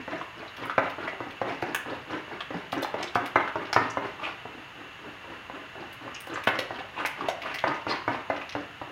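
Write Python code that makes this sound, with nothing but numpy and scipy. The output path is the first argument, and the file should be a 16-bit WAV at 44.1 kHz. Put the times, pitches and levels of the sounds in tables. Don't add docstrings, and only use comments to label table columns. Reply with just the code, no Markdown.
import sys
import numpy as np
from scipy import signal
from scipy.fft import rfft, irfft
from scipy.io import wavfile

SR = 44100
rng = np.random.default_rng(int(sys.argv[2]) if len(sys.argv) > 2 else 0)


def materialize(psi):
    bounded = np.clip(np.atleast_2d(psi).T, -1, 1)
    quanta = np.round(bounded * 32767).astype(np.int16)
    wavfile.write(sys.argv[1], SR, quanta)


N = 392931


def from_db(db):
    return 10 ** (np.asarray(db) / 20)


def rms_one(x):
    return x / np.sqrt(np.mean(x ** 2) + 1e-20)


def seconds(length_s):
    return np.arange(int(length_s * SR)) / SR


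def add(out, start_s, sound):
    start = max(int(start_s * SR), 0)
    out[start:start + len(sound)] += sound[:max(len(out) - start, 0)]


def at_hz(table, hz, column=1):
    table = np.array(table)
    return np.interp(np.log(np.maximum(hz, 1)), np.log(table[:, 0]), table[:, column])


def butterworth(x, order, cutoff_hz, kind="low"):
    return signal.sosfilt(signal.butter(order, cutoff_hz, kind, fs=SR, output="sos"), x)


def resonate(x, hz, half_width):
    edges_hz = [hz / (1 + half_width), hz * (1 + half_width)]
    once = butterworth(x, 1, edges_hz, "band")
    return rms_one(butterworth(once, 1, edges_hz, "band"))


def colour(x, spectrum, size=4096):
    gains = from_db(at_hz(spectrum, np.linspace(0, SR / 2, size // 2 + 1)))
    cepstrum = irfft(np.log(gains))
    cepstrum[1:size // 2] *= 2
    cepstrum[size // 2 + 1:] = 0
    response = irfft(np.exp(rfft(cepstrum)))
    return signal.fftconvolve(x, response / np.linalg.norm(response))[:len(x)]


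def even_noise(samples, block=256):
    phases = rng.random((samples // block + 1, block // 2 + 1))
    return rms_one(irfft(np.exp(2j * np.pi * phases)).ravel()[:samples])


def wander(rate_hz, samples):
    return np.interp(np.arange(samples) / SR * rate_hz, np.arange(4000), rng.uniform(-1, 1, 4000))


def grains(per_s, spread_db, clump_db, clump_hz):
    sizes = from_db(spread_db * np.minimum(rng.exponential(1, N), 4))
    signs = rng.choice([-1, 1], N)
    clumps = from_db(clump_db * wander(clump_hz, N))
    return rms_one(sizes * signs * clumps * (rng.random(N) < per_s / SR))


def tick_run(length_s, tick_s=0.00035, fade_db=11.5, count=5):
    t = seconds(.06)
    lateness = np.linspace(0, 1, count) * rng.uniform(.7, 1.3, count)
    age_s = t - length_s * lateness[:, None]
    decays = np.exp(-np.abs(age_s) / tick_s) * (age_s >= 0)
    envelope = from_db(-fade_db * lateness) @ decays
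    return rms_one(even_noise(len(t)) * envelope)


def bubble(hz, t60_s, rise):
    t = seconds(2 * t60_s)
    phase = 2 * np.pi * hz * (t + rise * t * t / (2 * t60_s))
    onset = 1 - np.exp(-2 * hz * t)
    return np.sin(phase) * from_db(-60 * t / t60_s) * onset


# freq_hz, gain_db
AIR_SPECTRUM = [(25, -18), (60, 3.5), (115, 7.5), (320, -1), (650, 1), (1100, 4.5), (1750, 6), (2850, -1.5),
                (3500, -4), (5700, -20), (7700, -28), (11000, -26), (16000, -32.5)]
# centre_hz, half_width_ratio, level_db
WHIRR_BANDS = [(2700, .02, -55), (2923, 0.026, -56.5), (6590, 0.064, -71.5)]


def background(air_db=-46.5, hum_hz=125.5, hum_db=-75):
    air = from_db(air_db) * colour(rng.standard_normal(N), AIR_SPECTRUM)
    whirr = sum(from_db(db) * resonate(rng.standard_normal(N), hz, half_width)
                for hz, half_width, db in WHIRR_BANDS)
    hum = from_db(hum_db) * np.sin(2 * np.pi * hum_hz * np.arange(N) / SR)
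    return air + whirr + hum


# freq_hz, t60_s, level_db
REVERB_BANDS = [(100, 0.78, -9), (297, 0.22, 0), (820, 0.63, -4), (1750, 0.44, 3), (3950, 0.49, -6),
                (12400, 0.19, -2.5)]


def wall_echoes(delay_s=0.0032, build_s=0.0004):
    t, response = seconds(.7), 0
    onset = 1 - np.exp(-np.maximum(t - delay_s, 0) / build_s)
    for hz in 62.5 * 2.0 ** np.arange(9):
        edges_hz = [hz / np.sqrt(2), min(hz * np.sqrt(2), SR / 2 - 1000)]
        band = butterworth(even_noise(len(t)), 2, edges_hz, "band")
        fade = from_db(-60 * t / at_hz(REVERB_BANDS, hz)) * onset
        gain = from_db(at_hz(REVERB_BANDS, hz, column=2))
        response = response + gain * band * fade / np.linalg.norm(fade)
    return response


# delay_s, level_db
REFLECTIONS = [(.0038, -3.5), (.0094, -15), (0.0149, -9.5)]


def first_echoes(path_spread=.05, highpass_hz=1500):
    response = np.zeros(SR // 20)
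    for delay_s, db in REFLECTIONS:
        add(response, delay_s * np.exp(path_spread * rng.standard_normal()), from_db([db]))
    return butterworth(response, 1, highpass_hz, "high")


def kitchen(x, reverb_db=-2.0, spots=3):
    starts_s = [row[0] for row in FORK_TURNS]
    spot = np.searchsorted(starts_s, np.arange(N) / SR) % spots
    out = np.zeros(N)
    for k in range(spots):
        response = from_db(reverb_db) * wall_echoes()
        add(response, 0, first_echoes())
        out += signal.oaconvolve(x * (spot == k), response)[:N]
    return out


def direct_path(x, shadow_hz=1800, treble_db=-6.5):
    low = butterworth(x, 1, shadow_hz)
    return low + from_db(treble_db) * (x - low)


# start_s, level_db, first_pitch_hz, last_pitch_hz, length_s
TINE_SQUEAKS = [(7.894, -38, 4600, 5200, 0.023), (7.904, -36, 4040, 4350, 0.011),
                (7.913, -39, 1746, 1917, 0.045)]


def squeaks(gain_db=-1.0, waver=0.035, waver_hz=500, flutter_db=9.0):
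    out = np.zeros(N)
    for start_s, db, first_hz, last_hz, length_s in TINE_SQUEAKS:
        size = int(length_s * SR)
        hz = np.linspace(first_hz, last_hz, size) * (1 + waver * wander(waver_hz, size))
        swell = signal.windows.tukey(size) * from_db(db + gain_db + flutter_db * wander(waver_hz, size))
        add(out, start_s, swell * np.sin(2 * np.pi * np.cumsum(hz) / SR))
    return out


# start_s, level_db, pitch_hz, length_s
EGG_SQUIRTS = [(0.476, -47, 3960, .008), (2.827, -31, 4000, .006), (3.026, -35, 5600, 0.0044),
               (3.07, -41, 3720, 0.016), (3.898, -42.5, 5940, 0.011), (4.222, -40, 1290, 0.033),
               (4.229, -33.5, 2520, 0.028), (6.145, -38, 5500, 0.0038), (6.147, -40.5, 2750, 0.023),
               (6.338, -43, 6740, 0.006), (6.468, -26.5, 3000, 0.012), (6.962, -38.5, 2700, 0.034),
               (7.288, -45, 5670, 0.018), (7.877, -37.5, 4240, 0.055), (8.108, -54, 4650, 0.036)]


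def squirts(half_width=0.14):
    out = np.zeros(N)
    for start_s, db, hz, length_s in EGG_SQUIRTS:
        noise = rng.standard_normal(SR // 4)[:int(length_s * SR)]
        fizz = resonate(noise ** 3, hz, half_width)
        add(out, start_s, from_db(db) * fizz * signal.windows.tukey(len(fizz)))
    return out


# start_s, smack_db, spray_db, length_s
STRAND_SNAPS = [(0.567, -42, -53, 0.0033), (0.653, -53, -46, 0.0042), (.898, -42, -52, .003),
                (1.307, -44, -58, 0.0017), (1.62, -38.5, -52, 0.0062), (1.7467, -29.5, -28, 0.00031),
                (2.7213, -34, -41.5, 0.0078), (2.8225, -50, -37, 0.0082), (3.028, -31.5, -48, 0.0043),
                (3.149, -36, -44, 0.0035), (3.259, -35.5, -42, 0.0072), (3.7297, -29, -44, 0.00086),
                (5.928, -51, -47.5, 0.0024), (6.2043, -49, -37, 0.00044), (6.269, -48, -46, .004),
                (6.437, -38, -45, 0.0025), (6.4725, -32, -40.5, 0.0083), (6.589, -27.5, -38, 0.0034),
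                (7.0585, -31, -31.5, .008), (7.285, -34, -42, 0.0043), (7.419, -36, -54, 0.0074),
                (7.543, -30.5, -41, 0.014), (7.587, -33, -50, .003), (8.364, -41, -64, 0.0019),
                (8.493, -37, -54.5, 0.0013), (8.523, -39, -60, 0.0037)]
# freq_hz, gain_db
SMACK_SPECTRUM = [(900, -26), (2000, 15), (3000, 12.5), (5100, 2.5), (6400, -4), (8000, -32), (16000, -54)]
# freq_hz, gain_db
SPRAY_SPECTRUM = [(3500, -9), (6500, 9.5), (11000, 15), (15500, 10.5)]


def snaps(smack_gain_db=-9.0, spray_gain_db=-15.0, landing_s=.003):
    smack, spray = np.zeros(N), np.zeros(N)
    landings = [(start_s, knock_db - 21, knock_db - 36, landing_s)
                for start_s, knock_db, *_ in FORK_TURNS]
    for start_s, smack_db, spray_db, length_s in landings + list(STRAND_SNAPS):
        ticks = tick_run(length_s)
        add(smack, start_s, from_db(smack_db + smack_gain_db) * ticks)
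        add(spray, start_s, from_db(spray_db + spray_gain_db) * ticks)
    return colour(smack, SMACK_SPECTRUM) + colour(spray, SPRAY_SPECTRUM)


def threads(envelope, gain_db=-23.5, lag_s=0.057):
    lagged = np.interp(np.arange(N) - lag_s * SR, np.arange(N), envelope)
    ticks = grains(per_s=55, spread_db=3.5, clump_db=4, clump_hz=30)
    return from_db(gain_db) * colour(lagged * ticks, SMACK_SPECTRUM)


# start_s, level_db, pitch_hz
AIR_POCKETS = [(0.213, -28, 1075), (.697, -23.5, 1290), (1.077, -24.5, 1950), (1.747, -20.5, 1700),
               (2.406, -24, 3180), (2.55, -34, 176), (2.8275, -27.5, 590), (2.847, -24, 820),
               (3.476, -25.5, 1470), (3.7292, -28, 1220), (3.7294, -17, 5100), (6.358, -26.5, 1660),
               (6.3745, -26.5, 1145), (6.589, -28, 524), (7.05, -21.5, 2220), (7.0498, -25.5, 860),
               (7.208, -28, 1150), (7.286, -19, 688), (8.415, -30, 2500)]


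def pops(ring_gain_db=8.5, t60_cycles=18.6, burst_gain_db=-4.0, burst_s=0.006):
    rings, bursts, t = np.zeros(N), np.zeros(N), seconds(.03)
    for start_s, db, hz in AIR_POCKETS:
        add(rings, start_s, from_db(db) * bubble(hz, t60_cycles / hz, rise=0.05))
        add(bursts, start_s, from_db(db) * rng.standard_normal(len(t)) * np.exp(-t / burst_s))
    return from_db(ring_gain_db) * rings + from_db(burst_gain_db) * colour(bursts, SQUELCH_SPECTRUM)


# freq_hz, gain_db
SQUELCH_SPECTRUM = [(200, -10.5), (600, 4.5), (1100, 9.5), (2700, -1), (3600, -5), (5500, -19),
                    (7800, -29.5), (11000, -30.5), (16000, -52)]


def squelching(envelope, crackle_gain_db=-6.5, froth_gain_db=10.0, bubbles=1100):
    films = grains(per_s=1600, spread_db=1, clump_db=8, clump_hz=90)
    crackle = colour(envelope * films, SQUELCH_SPECTRUM)
    froth = np.zeros(N)
    for when, smallness, weakness in rng.random((bubbles, 3)):
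        hz = 520 * 11 ** smallness
        gain = envelope[int(when * N)] * from_db(at_hz(SQUELCH_SPECTRUM, hz) * 0.42 - 10.8 * weakness)
        add(froth, when * N / SR, gain * bubble(hz, t60_s=20 / hz, rise=0.15))
    return from_db(crackle_gain_db) * crackle + from_db(froth_gain_db) * froth


# freq_hz, gain_db
DRAG_SPECTRUM = [(40, -42), (110, 0), (210, -4), (310, 8), (450, 0.5), (700, -5.5), (1100, -7), (1800, -8),
                 (3500, -43.5), (8000, -87)]


def dragging(envelope, gain_db=-2.5, flutter_db=5, flutter_hz=100):
    slips = even_noise(N) * from_db(flutter_db * wander(flutter_hz, N))
    return from_db(gain_db) * colour(envelope * slips, DRAG_SPECTRUM)


# time_s, squelch_over_drag_db
WETNESS_CURVE = [(0, 2.5), (2.9, -0.5), (3.25, 3.5), (4.05, -2), (4.25, 10), (4.5, -6.5), (6.3, 2), (7, 9),
                 (7.23, 3), (7.47, 14), (7.7, 4), (8.9, 1)]


def sweep_envelopes(landing_speed=0.4, cross_turns=0.038, lift_turns=0.57):
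    t = np.arange(N) / SR
    starts_s, _, sweep_db, speed_up_s = np.transpose(FORK_TURNS)
    lengths_s = np.append(np.diff(starts_s), starts_s[-1] - starts_s[-2])
    turn = np.maximum(np.searchsorted(starts_s, t) - 1, 0)
    since_peak_s = t - starts_s[turn] - speed_up_s[turn]
    rise = np.interp(since_peak_s / speed_up_s[turn], [-1, 0], [landing_speed, 1])
    fall = np.interp(since_peak_s / lengths_s[turn], [cross_turns, cross_turns + lift_turns], [1, 0])
    envelope = from_db(sweep_db[turn]) * (rise * fall) ** 2
    wetness_db = np.interp(t, *np.transpose(WETNESS_CURVE))
    return envelope * from_db(-wetness_db / 2), envelope * from_db(wetness_db / 2)


def disperse(x, centre_hz=700, width_hz=700):
    radius = np.exp(-np.pi * width_hz / SR)
    denominator = [1, -2 * radius * np.cos(2 * np.pi * centre_hz / SR), radius * radius]
    return signal.lfilter(denominator[::-1], denominator, x)


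def cushion(blow, knock_db, soft_hz=750, soft_db=-24.5, hz_per_db=67):
    cutoff_hz = soft_hz + hz_per_db * max(knock_db - soft_db, 0)
    return butterworth(blow, 2, min(cutoff_hz, SR / 4))


# pitch_hz, level_db, t60_s
BOARD_MODES = [(120.5, 2, 0.085), (294, -5, 0.15), (324, -3.5, 0.16), (382.5, -1.5, 0.16),
               (523, -16, 0.071), (660, 3, 0.098), (779, 4, 0.014), (928, 3.5, 0.062), (985, -3, 0.088),
               (1186, -17, 0.068), (1410, 10, 0.0099), (2000, 19, 0.028), (2730, 6, 0.054)]
# freq_hz, gain_db
RATTLE_SPECTRUM = [(120, -35.5), (450, -5), (1500, 2), (3000, -10), (8000, -63)]
# start_s, knock_db, sweep_db, speed_up_s
FORK_TURNS = [(-0.08, -74, -25, 0.029), (0.078, -32, -35, 0.054), (0.34, -56, -41, 0.058),
              (0.57, -58, -34.5, 0.06), (0.7794, -16, -35, 0.077), (0.9827, -33.5, -35.5, 0.039),
              (1.2037, -30, -40, 0.057), (1.415, -23.5, -31.5, 0.075), (1.6238, -24.5, -36.5, 0.052),
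              (1.859, -38.5, -33.5, 0.048), (2.071, -53, -32.5, 0.061), (2.279, -42, -38, 0.046),
              (2.505, -32.5, -36.5, 0.045), (2.728, -26, -31.5, 0.043), (2.941, -26.5, -36, 0.057),
              (3.155, -18, -35, 0.068), (3.357, -14.5, -32, 0.04), (3.5554, -25.5, -35, 0.036),
              (3.762, -13.5, -32.5, 0.056), (3.9708, -23, -36, 0.075), (4.172, -57, -37, 0.056),
              (4.453, -34.5, -48, 0.091), (4.74, -54, -47.5, 0.063), (4.989, -59, -45.5, 0.08),
              (5.2402, -43.5, -43.5, 0.069), (5.4977, -35.5, -40, 0.056), (5.7535, -40.5, -39.5, 0.053),
              (6.01, -42.5, -40, 0.054), (6.271, -39, -35, 0.052), (6.4724, -16.5, -36, 0.074),
              (6.706, -30, -36.5, 0.06), (6.937, -55, -34.5, 0.054), (7.17, -52, -32.5, 0.041),
              (7.407, -50, -35.5, 0.072), (7.6393, -19.5, -27.5, 0.038), (7.8665, -27, -27, 0.024),
              (8.0781, -21, -31.5, 0.028), (8.2996, -21.5, -39, 0.048), (8.551, -25.5, -40, 0.022),
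              (8.814, -32, -44, 0.056)]
# start_s, knock_db
LATE_TOUCHES = [(1.13, -35.5), (3.698, -39.5), (6.589, -33)]


def knocks(gain_db=0.5, detune=.05, scatter_db=2.0, echo_s=0.003876, rattle_db=3.5, rattle_s=0.0032):
    out, t = np.zeros(N), seconds(.25)
    attack = slice(SR // 100)
    mode_hz, mode_db, t60_s = np.transpose(BOARD_MODES)
    decays = from_db(-60 * t / t60_s[:, None])
    for start_s, knock_db, *_ in list(FORK_TURNS) + list(LATE_TOUCHES):
        pitch_hz = mode_hz * np.exp(detune * rng.standard_normal(len(mode_hz)))
        modes = np.sin(2 * np.pi * pitch_hz[:, None] * t) * decays
        ring = from_db(mode_db + scatter_db * rng.standard_normal(len(mode_hz))) @ modes
        add(ring, echo_s * np.exp(0.2 * rng.standard_normal()), -ring)
        rattle = colour(even_noise(len(t)) * np.exp(-t / rattle_s), RATTLE_SPECTRUM)
        blow = ring / np.std(ring[attack]) + from_db(rattle_db) * rattle / np.std(rattle[attack])
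        blow = cushion(blow, knock_db)
        add(out, start_s, from_db(knock_db + gain_db) * blow / np.std(blow[attack]))
    return butterworth(disperse(out), 2, cutoff_hz=165, kind="high")


def scene():
    drag_envelope, egg_envelope = sweep_envelopes()
    egg = squelching(egg_envelope) + threads(egg_envelope) + pops() + snaps() + squirts()
    beating = knocks() + dragging(drag_envelope) + squeaks() + egg
    return (direct_path(beating) + kitchen(beating) + background())[None]


def record(dry):
    return signal.sosfilt(signal.ellip(10, .1, 70, 16000, fs=SR, output="sos"), dry)


dry = scene()
out = record(dry)
materialize(out)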